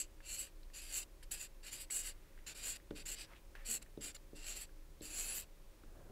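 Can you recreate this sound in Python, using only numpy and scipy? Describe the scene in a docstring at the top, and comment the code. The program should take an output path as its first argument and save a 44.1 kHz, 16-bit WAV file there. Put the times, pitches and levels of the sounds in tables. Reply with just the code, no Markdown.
"""A felt marker writes a few words on a paper sheet on a tilted board, over a quiet room's ventilation rumble.
From the start, sweep after sweep, fibre catches excite the nib near 7.5 kHz, the barrel and the sheet.
Light ticks soon fall among the letters, as decaying sines; near 2.1 s a faint filtered hiss dies away.
From 2.9 s low knocks on the board, hard and light, ring its modes; from 3.3 s the hand also slides, as
filtered friction; near 3.7 s the board groans once, sinking in pitch. Last, the sleeve brushes the sheet."""
import sys
import numpy as np
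from scipy import signal
from scipy.fft import rfft, irfft, next_fast_len
from scipy.io import wavfile

SR = 44100
rng = np.random.default_rng(int(sys.argv[2]) if len(sys.argv) > 2 else 0)


def to_wav(s):
    """Save 16-bit WAV."""
    ch = np.atleast_2d(s).T  # columns
    pcm = np.round(np.clip(ch, -1, 1) * 32767)  # PCM
    wavfile.write(sys.argv[1], SR, pcm.astype(np.int16))


N = 269451
TIME = np.arange(N) / SR  # s


def amp(db):
    """Logarithmic level: decibels to linear amplitude."""
    return 10 ** (np.asarray(db) / 20)


def unit(x):
    """Power normalisation: scales a signal to rms 1."""
    return x / np.sqrt(np.mean(x ** 2) + 1e-20)


def add(mix, s, sound):
    """Superposition: adds a sound into the mix from time s, in seconds."""
    part = mix[max(round(s * SR), 0):][:len(sound)]
    part += sound[:len(part)]


def colour(x, points):
    """Spectral shaping: a gain drawn through (f/Hz, level/dB) points over log frequency, then rms 1."""
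    hz, db = np.transpose(points)
    size = next_fast_len(len(x))
    bins_hz = np.fft.rfftfreq(size, 1 / SR)
    gain = amp(np.interp(np.log(bins_hz + 1), np.log(hz + 1), db))
    return unit(irfft(rfft(x, size) * gain, size)[:len(x)])


def resonate(x, hz, width):
    """Resonance by heterodyning: shift the centre to 0 Hz, low-pass by two equal poles, shift back."""
    turn = np.exp(2j * np.pi * np.cumsum(hz * np.ones(len(x))) / SR)
    r = np.exp(-np.pi * width / SR)  # pole radius; width is that of a single stage
    envelope = signal.lfilter([(1 - r) ** 2], [1, -2 * r, r * r], x / turn)
    return 2 * (turn * envelope).real


def wander(rate):
    """Random modulation: chance values drawn rate times a second, joined by lines, of rms 1."""
    return unit(np.interp(TIME * rate, np.arange(N), rng.standard_normal(N)))


def catches(per_s, spread_db, smooth):
    """Friction as shot noise: fibres snap free in clicks of uneven size over a smooth rub."""
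    size_db = spread_db * np.minimum(rng.exponential(1, N), 4)
    size = amp(size_db) * rng.choice([-1, 1], N)
    clicks = unit(size * (rng.random(N) < per_s / SR))
    return clicks + smooth * rng.standard_normal(N)


def swell(start, rise, fall, db, sharpness):
    """Friction law: speed ramps up and down linearly, and the gain follows a power of it."""
    speeding_up = (TIME - start) / max(rise, 1 / SR)
    slowing_down = (start + rise + fall - TIME) / max(fall, 1 / SR)
    speed = np.minimum(speeding_up, slowing_down)
    gain, moving = np.zeros(N), speed > 0
    gain[moving] = amp(db) * speed[moving] ** abs(sharpness)
    return gain


def blend(gains, settings):
    """Power addition: joint gain of overlapping movements, then each setting's power-weighted mean."""
    power = np.square(gains)
    total = power.sum(0)
    weighted = np.transpose(settings) @ power + 1e-20 * np.mean(settings, 0)[:, None]
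    return np.sqrt(total), *weighted / (total + 1e-20)


# spectrum of the air noise: (f/Hz, relative level/dB)
AIR_SPECTRUM = [(26, -32), (45, -4), (98, -16), (149, -20.5), (275, -24.5), (310, -22), (416, -27.5),
                (545, -23.5), (748, -31), (910, -29), (1380, -33), (1890, -33), (2540, -34), (2800, -35.5),
                (15500, -40.5)]
# ventilation drones: (f/Hz, single-stage width/Hz, rms level/dB)
DUCT_RESONANCES = [(25.7, 7.3, -56), (37.6, 21, -65.5), (147.3, 20, -82.5), (309.2, 13.4, -78),
                   (378, 100, -77), (548, 21, -79)]


def ventilation(air_db=-65):
    """Broadband flow noise: steady shaped noise with narrow duct resonances, the deepest a rumble."""
    out = amp(air_db) * colour(rng.standard_normal(N), AIR_SPECTRUM)
    for hz, width, db in DUCT_RESONANCES:
        settled = resonate(rng.standard_normal(N + SR), hz, width)[SR:]  # drop the onset
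        out += amp(db) * unit(settled)
    return out


def room(x, bass_t60=0.46, treble_t60=0.12):
    """Diffuse reverberation: convolution with decaying noise whose treble dies first (t60 in s)."""
    t = np.arange(SR // 2) / SR
    noise = rng.standard_normal(len(t))
    bass = signal.sosfilt(signal.butter(2, 900, fs=SR, output="sos"), noise)
    tail = 2 * bass * amp(-60 * t / bass_t60) + noise * amp(-60 * t / treble_t60)
    tail *= t > .008  # the tail starts after 8 ms
    return signal.fftconvolve(x, tail / np.linalg.norm(tail))[:N]


# the board's one groan under the dragging hand: (start t/s, rise/s, fall/s, level/dB)
BOARD_GROAN = (3.672, .022, .055, -57.5)


def groan(start_hz=232, sag_hz_per_s=680, sharpness=2.0, width_hz=29.4):
    """Frequency modulation: a low judder with its octave sinks in pitch as the hand slows down."""
    start, rise, fall, _ = BOARD_GROAN
    hz = start_hz - sag_hz_per_s * np.clip(TIME - start, 0, rise + fall)
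    turn = 2 * np.pi * np.cumsum(hz + width_hz / 2 * wander(rate=65.0)) / SR
    judder = unit(np.sin(turn) + amp(-6.0) * np.sin(2 * turn))
    return swell(*BOARD_GROAN, sharpness) * judder


# low knocks on the board, hard and light: (t/s, level added to the modes/dB)
BOARD_KNOCKS = [(2.910, -35.5), (3.753, -53), (3.9761, -38.5), (4.3326, -45), (5.0106, -43.5), (5.837, -55)]
# modes of the board: (nominal f/Hz, relative level/dB, t60/s)
BOARD_MODES = [(70.6, -11, 0.1), (156, -10.5, 0.1), (230, -1, 0.031), (299, -17, 0.35), (334, 15.5, 0.013),
               (421, -10, 0.072), (544, -14, 0.13), (704, -14, 0.02)]


def knocks():
    """Modal superposition: each knock, hard or light, rings the board in its low modes."""
    t, out = np.arange(SR // 2) / SR, np.zeros(N)
    onset = 1 - np.exp(-t / 0.0027)
    for s, db in BOARD_KNOCKS:
        detune = 1 + 0.016 * rng.standard_normal(len(BOARD_MODES))
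        ring = np.zeros(len(t))
        for (hz, level, t60), d in zip(BOARD_MODES, detune):
            ring += amp(level - 60 * t / t60) * np.sin(2 * np.pi * hz * d * t)
        add(out, s, -amp(db) * ring * onset)
    return out


# light clicks of the pen: (t/s, level/dB, f/Hz)
PEN_TICKS = [(0.2043, -50, 1690), (.474, -55.5, 1830), (.632, -54.5, 4080), (.7014, -58, 1820),
             (1.227, -54, 1670), (1.901, -42.5, 2100), (2.377, -53.5, 1590), (2.389, -53.5, 1950),
             (2.8, -57, 1900), (2.9068, -53.5, 3580), (2.909, -46.5, 1480), (3.335, -51.5, 2100),
             (3.5525, -40.5, 1640), (3.862, -55.5, 1810), (3.974, -59, 3830), (4.164, -55, 1410),
             (4.165, -48, 4130), (4.6923, -58.5, 1600), (5.0078, -52, 4040), (5.836, -56, 1380)]


def ticks(ring_t60=0.014, rattle_db=-12.0, rattle_t60=0.043):
    """Impact and free decay: a short plastic ring with a longer, faint rattle of the sheet (t60 in s)."""
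    t, out = np.arange(SR // 8) / SR, np.zeros(N)
    for s, db, hz in PEN_TICKS:
        ring = np.sin(2 * np.pi * hz * t) * amp(-60 * t / ring_t60)
        noise = unit(resonate(rng.standard_normal(len(t)), hz, width=2450.0))
        rattle = noise * amp(rattle_db - 60 * t / rattle_t60)
        add(out, s, amp(db) * (ring + rattle))
    return out


def drag():
    """Irregular sliding friction: a soft, uneven drag over paper."""
    return catches(per_s=6000, spread_db=2., smooth=1.) * amp(1.5 * wander(rate=70.))


# first row a faint hiss dying away after a stroke, the others slides of the hand:
# (start t/s, rise/s, fall/s, level/dB, centre f/Hz, power share of narrow squeak 0-1)
HISS_AND_SLIDES = [(2.11, 0.014, 0.65, -75, 1590, 0), (3.26, 0.064, 0.035, -62.5, 1130, 0),
                   (3.335, 0.029, 0.037, -63, 2370, 0.04), (3.55, 0.0051, 0.072, -59.5, 1760, 0.3),
                   (3.565, 0.048, 0.071, -63, 1770, 0.25)]
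# spectrum of the palm on paper: (f/Hz, relative level/dB)
PALM_SPECTRUM = [(100, -34), (250, 3), (800, -20), (1500, -4), (3400, -8), (5000, -10), (15000, -9)]
# the arm draws back: (t/s, rms level before the drag's unevenness/dB)
ARM_LEVELS = [(5.65, -94), (5.84, -70), (5.96, -63), (6.03, -64.5), (6.11, -59.5)]
# spectrum of the sleeve on paper: (f/Hz, relative level/dB)
SLEEVE_SPECTRUM = [(50, -8), (90, 10.5), (200, 0), (400, 1), (700, -3), (1100, -12.5), (1400, -13),
                   (1650, -10), (2000, -30), (9000, -35)]


def hand(sharpness=0.85):
    """Filtered friction: a faint hiss, then the hand's rubs, some with a soft squeak, and a lower sleeve."""
    gains = [swell(*row[:4], sharpness) for row in HISS_AND_SLIDES]
    gain, hz, squeak = blend(gains, [row[4:] for row in HISS_AND_SLIDES])
    squeak = np.clip(squeak, 0, 1)
    edge = unit(resonate(drag(), hz, width=2100.0))
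    rub = unit(edge + amp(-11.0) * colour(drag(), PALM_SPECTRUM))
    narrow = unit(resonate(drag(), hz, width=250.0))
    skin = np.sqrt(1 - squeak) * rub + np.sqrt(squeak) * narrow
    arm_db = np.interp(TIME, *np.transpose(ARM_LEVELS), left=-120)
    return gain * skin + amp(arm_db) * colour(drag(), SLEEVE_SPECTRUM)


# short echo that colours the strokes differently over time: (t/s, signed share)
SHORT_ECHO = [(0, -0.54), (.35, -0.32), (1.4, 0.21), (1.96, 0.15), (2.6, 0.38), (3.7, -0.11), (4.06, 0.82),
              (4.45, -0.02)]


def reflections(x, share, drift, count=6):
    """Comb filtering: a short echo of changing share, then later echoes whose delays drift."""
    index = np.arange(N)
    short = np.interp(index - .00057 * SR, index, x)  # 0.57 ms late
    out = x + np.interp(TIME, *np.transpose(SHORT_ECHO)) * short
    for delay in np.geomspace(.0009, .008, count):  # s
        path = delay + drift * wander(rate=5.)
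        out += share * rng.choice([-1, 1]) * np.interp(index - path * SR, index, x)
    return out


# nib sweeps, one for each line or arc of a letter; they overlap where the pen turns without lifting:
# (start t/s, speeding up/s, slowing down/s, relative level/dB, sharpness of the peak,
# relative barrel and sheet rasp/dB, relative fizz against ring/dB, mean nib f/Hz)
NIB_SWEEPS = [(0.0, 0.001, 0.078, -42.5, 3.7, -3.5, -5.5, 7320),
              (0.219, 0.13, 0.045, -48, 1.6, -3.5, -2, 7350),
              (0.348, 0.051, 0.11, -47, 2.23, -4.5, 0, 7680),
              (0.734, 0.034, 0.052, -56, 0.56, -3, -1, 7360),
              (0.815, 0.002, 0.12, -61.5, 0.35, -2, 4.5, 7600),
              (0.866, 0.11, 0.073, -43.5, 1.73, -2.5, -2, 7490),
              (1.003, 0.031, 0.007, -56, 1.0, -2.5, -1.5, 7430),
              (1.227, 0.003, 0.019, -65, 0.8, -3.5, 4, 7540), (1.305, 0.011, 0.12, -43, 3.36, -2, 0, 7830),
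              (1.347, 0.083, 0.049, -51.5, 1.37, -3, -2.0, 7500),
              (1.629, 0.049, 0.032, -59.5, 0.5, -0.5, 0.5, 7490),
              (1.706, 0.03, 0.068, -51.5, 0.86, -2, 0.5, 7560),
              (1.773, 0.043, 0.046, -52, 1.53, -4.5, 2, 7800),
              (1.902, 0.062, 0.06, -43, 0.43, -5.5, -4.5, 7670),
              (1.998, 0.074, 0.06, -48.5, 1.35, -1.5, -0.5, 7580),
              (2.464, 0.009, 0.065, -55, 0.62, 0.5, -4, 7200),
              (2.545, 0.031, 0.1, -59, 0.48, -1.5, -1, 7700),
              (2.598, 0.085, 0.095, -44.5, 1.66, -1.0, -3.5, 7530),
              (2.751, 0.0037, 0.016, -57, 0.3, 0, -1, 7640),
              (2.95, 0.026, 0.056, -61, 0.66, 1.5, 1.5, 7570),
              (3.055, 0.067, 0.03, -51, 0.15, -2.5, -4, 7550),
              (3.124, 0.094, 0.051, -58, 1.7, 1.5, -1, 7740),
              (3.647, 0.09, 0.048, -42.5, 0.86, -4, -3, 7590),
              (3.813, 0.015, 0.008, -59, 1.7, -2.5, -1, 7700),
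              (4.005, 0.044, 0.074, -52.5, 0.75, -3, -3.0, 7600),
              (4.144, 0.0086, 0.018, -56, 1.0, -3, -2.5, 7370),
              (4.349, 0.017, 0.092, -64.3, 0.9, -3, -2.5, 7500),
              (4.383, 0.12, 0.089, -51, 1.65, -2, -4.5, 7530),
              (4.542, 0.028, 0.053, -52, 1.25, -2.5, -0.5, 7620),
              (4.581, 0.035, 0.045, -53.5, 1.1, -4.5, 0, 7640),
              (5.017, 0.03, 0.21, -57, 0.4, -5, 0.5, 7420), (5.08, 0.12, 0.15, -45.5, 1.9, -3.5, -3, 7410),
              (5.234, 0.084, 0.096, -49, 0.35, -3.5, 5.5, 7450),
              (5.327, 0.043, 0.081, -50.5, 1.28, -5, 0.5, 7700)]
# the nib's upper resonance sings out: (start t/s, rise/s, fall/s, level against the fizz/dB, f/Hz)
NIB_WHISTLES = [(0, .004, .1, -7, 10700), (.24, .1, .2, -9, 10600), (1.89, .07, .07, 0, 10600),
                (2.02, 0.064, .07, -1, 9800), (3.63, 0.051, .12, -4, 10860), (3.99, .06, .1, -2, 10200),
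                (4.38, .12, .2, -7, 10800), (5.05, 0.091, .09, 1, 10540), (5.25, 0.074, 0.026, 9, 10450),
                (5.34, 0.036, .1, -1, 13400)]
# resonances of the pen barrel and sheet: (nominal f/Hz, single-stage width/Hz, relative level/dB)
BARREL_RESONANCES = [(1580, 470, -6.5), (2094, 370, -2.5), (2428, 380, 2), (2800, 760, 3.5),
                     (3740, 264, -2.5), (4263, 580, 1.5), (4774, 590, 2), (5680, 420, -3.5)]
# spectra of the sheet and of the nib's fizz: (f/Hz, relative level/dB)
SHEET_SPECTRUM = [(100, -1), (300, -0.5), (600, 0.5), (1000, -5.5), (1500, -0.5), (5000, -0.5),
                  (6500, -6.5), (9000, -36)]
FIZZ_SPECTRUM = [(5500, -63), (7500, -11), (8600, 0), (11400, 0.5), (12400, -3), (13400, -1), (14500, -7),
                 (15700, -8)]


def writing(usual_db=-48.5, whistle_sharpness=0.7):
    """Stick-slip excitation: fibre catches ring the nib, the barrel and the sheet while the pen is down."""
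    sweeps = [swell(*row[:5]) for row in NIB_SWEEPS]
    friction, rasp_db, bright_db, nib_hz = blend(sweeps, [row[5:] for row in NIB_SWEEPS])
    speed = friction / amp(usual_db)
    whistles = [swell(*row[:4], whistle_sharpness) for row in NIB_WHISTLES]
    singing, upper_hz = blend(whistles, [row[4:] for row in NIB_WHISTLES])
    # the felt sticks and slips, so the catches come in clumps of a few milliseconds
    clumps = amp(1.4 * wander(rate=450.) + .6 * wander(rate=90.))
    fibres, tip = (clumps * catches(per_s=8000, spread_db=3., smooth=0.78) for _ in range(2))
    drive = reflections(fibres, share=0.24, drift=0.000147)

    nib_hz = nib_hz + 104.0 * wander(rate=35.)  # the nib flexes as it is dragged
    ring = unit(resonate(drive, nib_hz, width=1070.0))

    grip = 1 + .015 * wander(rate=12.)  # the fingers detune the barrel a little as they steer
    barrel = np.zeros(N)
    for k, (hz, width, db) in enumerate(BARREL_RESONANCES):
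        barrel += (-1) ** k * amp(db) * resonate(drive, hz * grip, width)
    # the sheet speaks more as the pen travels in from its edge
    sheet = amp(np.interp(TIME, [0, TIME[-1]], [-8., -2.])) * colour(tip, SHEET_SPECTRUM)
    rasp = unit(barrel) + sheet
    rasp = rasp / np.std(rasp)

    # a slow nib makes a duller fizz than a fast one, most of all near the edge of the sheet
    hiss = colour(drive, FIZZ_SPECTRUM)
    lowpass = signal.butter(2, 11500, fs=SR, output="sos")
    dull = colour(signal.sosfiltfilt(lowpass, drive), FIZZ_SPECTRUM)
    keen = speed / (speed + np.interp(TIME, [0, TIME[-1]], [.6, .1]))
    overtone = unit(resonate(tip, upper_hz, width=750.))
    fizz = keen * hiss + (1 - keen) * dull + singing * overtone
    fizz = fizz / np.sqrt(1 + singing ** 2)

    nib = amp(2.0 - bright_db / 2) * ring + amp(1.03 + bright_db / 2) * fizz
    # the low rasp depends less on speed than the nib's treble does
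    return amp(usual_db) * (speed * nib + speed ** 0.54 * amp(rasp_db + 0.16) * rasp)


def scene():
    """Linear superposition: pen, board, hand, room and air at one close microphone, in two equal channels."""
    pen = writing()
    handling = knocks() + ticks() + hand() + groan()
    reverberation = room(amp(-16.5) * pen + amp(-18.0) * handling)
    mono = pen + handling + reverberation + ventilation()
    return np.array([mono, mono])


def record(dry, edge_hz=15730):
    """Band limitation: the recorder's steep linear-phase low-pass."""
    lowpass = signal.firwin(767, edge_hz, window=("kaiser", 9), fs=SR)
    return signal.oaconvolve(dry, lowpass[None], "same")


dry = scene()
out = record(dry)
to_wav(out)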